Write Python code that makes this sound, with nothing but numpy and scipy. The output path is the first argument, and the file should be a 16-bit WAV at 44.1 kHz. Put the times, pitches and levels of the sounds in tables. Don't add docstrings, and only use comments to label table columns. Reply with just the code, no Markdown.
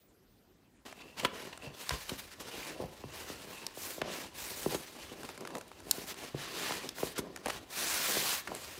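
import sys
import numpy as np
from scipy import signal
from scipy.fft import rfft, irfft
from scipy.io import wavfile

SR = 44100
rng = np.random.default_rng(int(sys.argv[2]) if len(sys.argv) > 2 else 0)


def voltage_ratio(level):
    return 10 ** (np.asarray(level, float) / 20)


def generate_wav(sig):
    pcm = np.round(np.clip(np.atleast_2d(sig).T, -1, 1) * 32767).astype(np.int16)
    wavfile.write(sys.argv[1], SR, pcm)


N = 387638


def rms_one(x):
    return x / np.sqrt(np.mean(x ** 2) + 1e-20)


def in_time(rows):
    time_s, *columns = np.transpose(rows)
    return [np.interp(np.arange(N) / SR, time_s, c) for c in columns]


def at_hz(points, hz):
    point_hz, level_db = np.transpose(points)
    return np.interp(np.log(hz), np.log(point_hz), level_db)


def drift(rate_hz):
    r = np.exp(-40 * np.pi * rate_hz / SR)
    noise = rng.standard_normal(N // 20 + 2002)
    slow = signal.lfilter([1], [1, -2 * r, r * r], noise)[2000:]
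    return np.interp(np.arange(N) / 20, np.arange(len(slow)), rms_one(slow))


def ring(x, hz, t60_s):
    r, w = voltage_ratio(-60 / (t60_s * SR)), 2 * np.pi * hz / SR
    return signal.lfilter([0, np.sin(w)], [1, -2 * r * np.cos(w), r * r], x + 1e-18)


def band_limit(x, order, hz, kind):
    return signal.sosfilt(signal.butter(order, hz, kind, fs=SR, output="sos"), x)


def grains(per_s, spread_db):
    sizes = voltage_ratio(spread_db * np.minimum(rng.exponential(1, N), 5)) * rng.standard_normal(N)
    return rms_one(sizes * (rng.random(N) < per_s / SR))


def coloured(sources, spectrum, lift_db, patchy_db):
    edges_hz = 25 * 2 ** np.arange(0, 9.5, 1 / 3)
    out = 0
    for k, (low, high) in enumerate(zip(edges_hz, edges_hz[1:])):
        hz = np.sqrt(low * high)
        band = band_limit(sources[k % 2], 2, [low, high], "band")
        treble = max(np.log2(hz / 3000) / 2, 0)
        out = out + band * voltage_ratio(at_hz(spectrum, hz) + patchy_db * drift(13.5) + lift_db * treble)
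    return out


# (top speed at [s], speeding up [s], slowing down [s],
# hiss [dB], top-octave lift [dB], panels [dB])
SLIDES = [(1.40, 0.13, 0.19, -51, -0.5, -50.5), (1.88, 0.16, 0.51, -50.5, 6.5, -83),
          (2.60, 0.23, 0.19, -47.5, 2.5, -44.5), (2.93, 0.45, 0.23, -61.5, 5, -61),
          (3.30, 0.26, 0.058, -49.5, 4, -59), (3.58, 0.42, 0.17, -53, 4.5, -51.5),
          (3.84, 0.11, 0.19, -48.5, 12, -58), (4.18, 0.21, 0.13, -47, 4.5, -48.5),
          (4.42, 0.09, 0.58, -49, 11.5, -51.5), (4.62, 0.21, 0.5, -60, 16.5, -69),
          (4.84, 0.037, 0.093, -52.5, 4, -78), (5.03, 0.1, 0.16, -52, 2, -54.5),
          (5.25, 0.16, 0.14, -54.5, 4.5, -58), (5.50, 0.54, 0.075, -63, -2, -49.5),
          (5.95, 0.12, 0.14, -50.5, 9.5, -50), (6.22, 0.085, 0.12, -48, 2, -52.5),
          (6.44, 0.12, 0.076, -45.5, -0.5, -47.5), (6.68, 0.25, 0.18, -41, 2.5, -46),
          (7.03, 0.094, 0.12, -47, 10, -50.5), (7.188, 0.04, 0.016, -44.5, 2, -47),
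          (7.30, 0.49, 0.15, -75, -7, -52.5), (7.55, 0.13, 0.057, -47.5, 2, -48),
          (8.68, 0.31, 0.18, -50, 5, -54.5)]
# (top speed at [s], slowing down [s], hiss [dB], top-octave lift [dB],
# panels [dB])
BRUSHES = [(0.876, 0.071, -53.5, -0.5, -55.5), (1.014, 0.016, -52, -5, -73),
           (1.193, 0.047, -44.5, -1.5, -48), (1.245, 0.036, -45, 0.5, -42),
           (1.637, 0.084, -53.5, -0.5, -50), (1.93, 0.057, -45.5, 0.5, -42), (2.114, 0.043, -49.5, 4, -47),
           (2.198, 0.03, -53, 9, -66), (2.323, 0.027, -51, 5, -59), (2.414, 0.021, -46.5, 5, -47),
           (2.819, 0.046, -61.5, 6.5, -45), (4.032, 0.15, -52, -16, -44), (4.717, 0.049, -44, 6, -39.5),
           (5.561, 0.043, -60, 8, -46), (6.089, 0.055, -44.5, 7.5, -50), (6.85, 0.094, -51.5, 3.5, -47.5),
           (7.503, 0.0057, -34, -1, -46), (8.50, 0.081, -56, -8, -46)]
# (time [s], hiss [dB])
FOAM_PULL = [(7.68, -69), (7.716, -50), (7.794, -40), (8.08, -36.5), (8.328, -37.5), (8.386, -42),
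             (8.44, -66)]
FOAM_LIFT_DB, FOAM_PANELS_RE_HISS_DB = 8.5, -10.5
HANDS_ON_S = 0.85
RESTING_HISS_DB, RESTING_LIFT_DB, RESTING_PANELS_DB = -64, 2, -60
BRUSH_RISE_MAX_S = 0.03
LIFT_DB_PER_HISS_DB = 0.26


def strokes():
    t = np.arange(0, N / SR + .004, .002)
    brushes = [(s, min(BRUSH_RISE_MAX_S, fall), fall, *rest) for s, fall, *rest in BRUSHES]
    s, rise_s, fall_s, hiss_db, lift_db, panels_db = np.array(list(SLIDES) + brushes).T[:, :, None]
    before, after = (s - t) / np.maximum(rise_s, 1e-3), (t - s) / np.maximum(fall_s, 1e-3)
    away = np.where(t < s, before, after)
    speed = np.cos(np.pi / 2 * np.minimum(away, 1)) + 1e-3
    on = (t > HANDS_ON_S) + 1e-4

    hiss = (voltage_ratio(hiss_db) * speed) ** 2
    resting = voltage_ratio(RESTING_HISS_DB) ** 2
    foam = voltage_ratio(np.interp(t, *np.transpose(FOAM_PULL), left=-np.inf, right=-np.inf)) ** 2
    total = hiss.sum(axis=0) + resting + foam

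    lift_db = lift_db + LIFT_DB_PER_HISS_DB * 20 * np.log10(speed)
    lift_sum = (hiss * lift_db).sum(axis=0) + resting * RESTING_LIFT_DB + foam * FOAM_LIFT_DB
    top_db = lift_sum / total

    panels = ((voltage_ratio(panels_db) * speed) ** 2 * (away < 1)).sum(axis=0)
    panels = panels + voltage_ratio(RESTING_PANELS_DB) ** 2 + foam * voltage_ratio(FOAM_PANELS_RE_HISS_DB) ** 2
    return in_time(np.transpose([t, 10 * np.log10(total * on), top_db, 10 * np.log10(panels * on)]))


# (mode [Hz], level [dB], t60 [s])
BOX = [(66, -15, 0.049), (140, -5, 0.12), (205, -1, 0.094), (267, 5, 0.05), (390.5, 14.5, 0.032),
       (459, 16.5, 0.015), (585, 20.5, 0.014), (766, 18, 0.012), (992, 12, 0.039), (1760, 9.5, 0.011),
       (2680, 7, 0.046)]
# (frequency [Hz], density [dB per Hz])
FRICTION = [(290, -30), (500, -7), (1460, -2), (2420, -1.5), (4300, -4), (14900, -18), (15800, -12)]
CARD_RE_HISS_DB, CARD_DB_PER_LIFT_DB = -8, 0.97
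FLAPS_DONE_S, FLAPS_DONE_LOSS_DB = 4.7, 4
CRACKLES_PER_S, CRACKLE_DB = 200, -6.5
RUMBLE_DB, RUMBLE_FOLLOWS, RUMBLE_HZ = -62.5, 0.4, 98.5


def rubbing():
    hiss_db, top_db, panels_db = strokes()
    stutter_db = np.clip((-42 - hiss_db) / 4, .8, 1.7) * drift(25)

    fine = [grains(12000, spread_db=0.0) for k in range(2)]
    patch = sum(voltage_ratio(7 * drift(6)) * rms_one(ring(fine[0], hz, .018))
                for hz in np.geomspace(1000, 13000, 24))
    card = sum(voltage_ratio(db / 2 + 5.8 * drift(2.1)) * rms_one(ring(fine[1], hz, 0.32 * t60))
               for hz, db, t60 in BOX if hz > 900)
    flaps_done = np.arange(N) > FLAPS_DONE_S * SR
    card_db = CARD_RE_HISS_DB - CARD_DB_PER_LIFT_DB * top_db - FLAPS_DONE_LOSS_DB * flaps_done
    crackle = voltage_ratio(CRACKLE_DB) * grains(CRACKLES_PER_S, spread_db=-1.0)
    resonant = voltage_ratio(card_db) * rms_one(card) + voltage_ratio(-12) * rms_one(patch)
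    hiss = coloured([f + crackle + resonant for f in fine], FRICTION, top_db, patchy_db=1.25)
    hiss = hiss / np.std(band_limit(hiss, 4, [1500, 6000], "band"))

    coarse = signal.lfilter([1], [1, -.9], grains(1500, spread_db=1.8))
    panels = sum(voltage_ratio(db + 3 * drift(4)) * ring(coarse, hz, .8 * t60) for hz, db, t60 in BOX if hz > 100)
    panels = rms_one(band_limit(panels, 2, 160, "high"))
    rumble_db = RUMBLE_DB + RUMBLE_FOLLOWS * (panels_db + 52) + 2.9 * drift(3.6)
    rumble = voltage_ratio(rumble_db) * rms_one(ring(coarse, RUMBLE_HZ, 0.054))
    shaking = voltage_ratio(panels_db + stutter_db + 2.23 * drift(5.8)) * panels
    return rumble + voltage_ratio(hiss_db + stutter_db) * hiss + shaking


def favour_db(mode_hz, spot_hz):
    return 18 * np.exp(-(np.log2(mode_hz / spot_hz) / 0.44) ** 2)


def card_spreading(hz):
    return np.exp(-2j * np.pi * (.26 * np.sqrt(hz) - .001 * hz))


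# (time [s], peak [dB], contact hardness [0-1.2], favoured pitch [Hz])
KNOCKS = [(1.246, -17, 1.05, 992), (1.904, -27.5, 1, 1000), (2.113, -31, 0.17, 320),
          (2.797, -32, 0.26, 427), (2.836, -36, 0.07, 212), (3.036, -34, 1, 302), (3.296, -33, 0.4, 555),
          (3.77, -35.5, 1.1, 496), (3.978, -33.5, 0.7, 560), (4.015, -24.5, 1, 585),
          (4.6582, -19.5, 0.68, 354), (4.743, -24, 0.9, 382), (5.977, -33, 0.53, 315),
          (6.342, -28, 0.4, 460), (6.705, -26, 1.19, 895), (7.028, -21, 1.1, 485), (7.185, -24.5, 0.6, 302),
          (7.459, -27, 1.19, 620), (7.481, -28, 1.19, 730), (8.165, -25.5, 1, 395), (8.515, -29, 1.1, 804)]


def knocks():
    out, size = np.zeros(N + 16384), 16384
    hz = np.fft.rfftfreq(size, 1 / SR) + 1
    click = np.arange(size) == 0
    luck_db = rng.normal(0, 2.5, (len(KNOCKS), len(BOX)))
    for (s, db, hard, spot_hz), gains_db in zip(KNOCKS, luck_db):
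        gains_db = gains_db + favour_db(np.array(BOX)[:, 0], spot_hz)
        contact_hz = 150 * 2 ** (5 * np.clip(hard, 0, 1.2))
        rings = sum(voltage_ratio(mode_db + g) * ring(click, mode_hz, t60)
                    for (mode_hz, mode_db, t60), g in zip(BOX[2:], gains_db[2:]))
        soft = 1 / (1 + 1j * hz / contact_hz) ** 2 * hz / (hz + 120)
        blow = irfft((rfft(rings) * voltage_ratio(12.0) + 1) * card_spreading(hz) * soft, size)
        at = round(s * SR)
        out[at:at + size] += voltage_ratio(db) * blow / np.abs(blow).max()
    return out[:N]


# (time [s], rms of first 50 ms [dB], favoured pitch [Hz])
THUDS = [(1.661, -50.5, 140), (1.907, -41, 66), (3.042, -51, 125), (4.66, -49, 111), (6.333, -43.5, 140)]


def thuds():
    out, size = np.zeros(N + 16384), 16384
    hz = np.fft.rfftfreq(size, 1 / SR) + 1
    click = np.arange(size) == 0
    for s, db, push_hz in THUDS:
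        rings = sum(voltage_ratio(mode_db + favour_db(mode_hz, push_hz)) * ring(click, mode_hz, t60)
                    for mode_hz, mode_db, t60 in BOX[:2])
        soft = 1 / (1 + 1j * hz / 110) ** 2 / (1 + (50 / hz) ** 4)
        thud = irfft(rfft(rings) * card_spreading(hz) * soft, size)
        at = round(s * SR)
        out[at:at + size] += voltage_ratio(db) * thud / np.std(thud[:SR // 20])
    return out[:N]


# (time [s], peak [dB], brightness [dB per octave], length scale [s],
# strongest pitch [Hz])
SNAPS = [(1.196, -29, -3.5, 0.0068, 2620), (1.248, -14.5, -7, 0.0061, 2600), (1.527, -33, -8, 0.0083, 2850),
         (1.893, -15.5, -2, 0.0019, 4200), (1.907, -24, -7, 0.007, 2420), (2.092, -26, -1.5, 0.0082, 2520),
         (3.666, -22.5, -2, 0.0021, 5200), (4.016, -23.5, -7.5, 0.0038, 2640),
         (4.745, -27.5, -1, 0.0075, 2500), (5.911, -8.5, 2, 0.0027, 3940), (6.722, -23, -4.5, 0.0016, 930),
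         (6.89, -23, -3.5, 0.0033, 5060), (7.18, -27.5, -1, 0.015, 1190), (7.47, -23, -14, 0.00078, 2800),
         (8.473, -27.5, -6, 0.0078, 1440)]
# (time [s], peak [dB], brightness [dB per octave])
CREAKS = [(0.926, -36.5, -9.5), (1.575, -35, -8), (5.232, -33, -9), (5.25, -35, -8), (5.29, -32.5, -9.5),
          (5.3767, -34, -7), (5.407, -37, -6.5), (5.451, -32.5, -11), (5.4735, -31.5, -7.5),
          (5.491, -46, -9), (5.504, -37, -9.5), (5.5518, -27.5, -9), (5.569, -35.5, -8.5), (5.582, -35, -5),
          (5.6107, -34, -7.5), (5.6795, -46.5, -1), (5.691, -50.5, -5.5), (5.7154, -34.5, -11.5),
          (5.733, -49.5, -7), (5.8023, -42, -8), (6.142, -35, -7), (6.984, -31, -10), (7.361, -32, -8),
          (7.373, -38, -9.5), (7.459, -22, -8), (7.482, -29, -1), (8.549, -28, -3)]
CREAK_LENGTH_SCALE_S, CREAK_HZ = 0.0031, 9100


def snaps():
    out, size = np.zeros(N + 4096), 4096
    t, hz = np.arange(size) / SR, np.fft.rfftfreq(size, 1 / SR) + 1
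    events = list(SNAPS) + [(*creak, CREAK_LENGTH_SCALE_S, CREAK_HZ) for creak in CREAKS]
    noises = rng.standard_normal((len(events), size))
    for (s, db, tilt_db, length_s, peak_hz), noise in zip(events, noises):
        age = t / max(0.45 * length_s, 1e-4)
        burst = noise * age ** 0.68 * np.exp(-age)
        slope = voltage_ratio(tilt_db * np.log2(np.clip(hz, 1000, 14000) / 3000))
        hump = voltage_ratio(8.5 * np.exp(-(np.log2(hz / peak_hz) / 0.75) ** 2)) / (1 + (hz / 15000) ** 8)
        burst = irfft(rfft(burst) * slope * hump * hz / (hz + 700), size)
        at = round(s * SR)
        out[at:at + size] += voltage_ratio(db) * burst / np.abs(burst).max()
    return out[:N]


# (time [s], rms at the height [dB])
SQUEAKS = [(1.01, -53.5), (1.1, -57), (1.66, -53), (3.58, -48)]
SQUEAK_HALF_WIDTH_S = 0.042


def squeaks():
    t, (hz, _, t60_s) = np.arange(0, N, 64) / SR, BOX[-1]
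    drag = sum(voltage_ratio(db) * np.exp(-((t - s) / SQUEAK_HALF_WIDTH_S) ** 2) for s, db in SQUEAKS)
    tone = rms_one(ring(grains(900, spread_db=4.5), hz, t60_s / 2))
    return np.interp(np.arange(N) / SR, t, drag) * tone


# (time [s], pitch [Hz])
SQUEAL = [(0.065, 13650), (0.14, 12750), (0.23, 12600), (0.32, 13700), (0.38, 13150), (0.48, 13650),
          (0.545, 13050)]
SQUEAL_DB = -79
UPPER_RATIO, UPPER_DB, UPPER_DB_PER_KHZ, UPPER_ENDS_S = 1.105, -73, 20, 0.41


def squeal():
    hz, = in_time(SQUEAL)
    t, phase = np.arange(N) / SR, 2 * np.pi * np.cumsum(hz) / SR
    upper_db = UPPER_DB + UPPER_DB_PER_KHZ * (hz - hz.max()) / 1000
    upper = voltage_ratio(upper_db) * (t < UPPER_ENDS_S) * np.sin(UPPER_RATIO * phase)
    lower = voltage_ratio(SQUEAL_DB) * np.sin(phase) * (t < SQUEAL[-1][0])
    return voltage_ratio(2 * drift(20)) * (lower + upper)


def room(x):
    t60_s, build_up_s, wall_cut_hz = 0.42, 0.0096, 1800
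    t = np.arange(SR // 2) / SR
    tail = rng.standard_normal(len(t)) * voltage_ratio(-60 * t / t60_s) * np.minimum(t / build_up_s, 1)
    tail = band_limit(tail, 1, wall_cut_hz, "low")
    return signal.fftconvolve(x, tail / np.linalg.norm(tail))[:N]


# (frequency [Hz], density [dB per Hz])
QUIET = [(25, -49), (38, -3), (69, -12), (327, -12), (759, -25), (3500, -32.5), (13000, -40)]
QUIET_RMS_DB = -65.5


def room_air():
    noise = rng.standard_normal((2, N))
    return voltage_ratio(QUIET_RMS_DB) * rms_one(coloured(noise, QUIET, 0, patchy_db=2.5))


def scene():
    box = rubbing() + knocks() + thuds() + snaps() + squeaks()
    room_db = -19.5
    return np.tile(box + voltage_ratio(room_db) * room(box) + room_air() + squeal(), (2, 1))


def low_pass(x):
    return signal.sosfilt(signal.butter(12, 17060, fs=SR, output="sos"), x)


def record(dry):
    cut = band_limit(dry, 4, 42, "high")
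    cut = signal.sosfilt(signal.cheby2(12, 40, 16100, fs=SR, output="sos"), cut)
    return low_pass(cut)


dry = scene()
out = record(dry)
generate_wav(out)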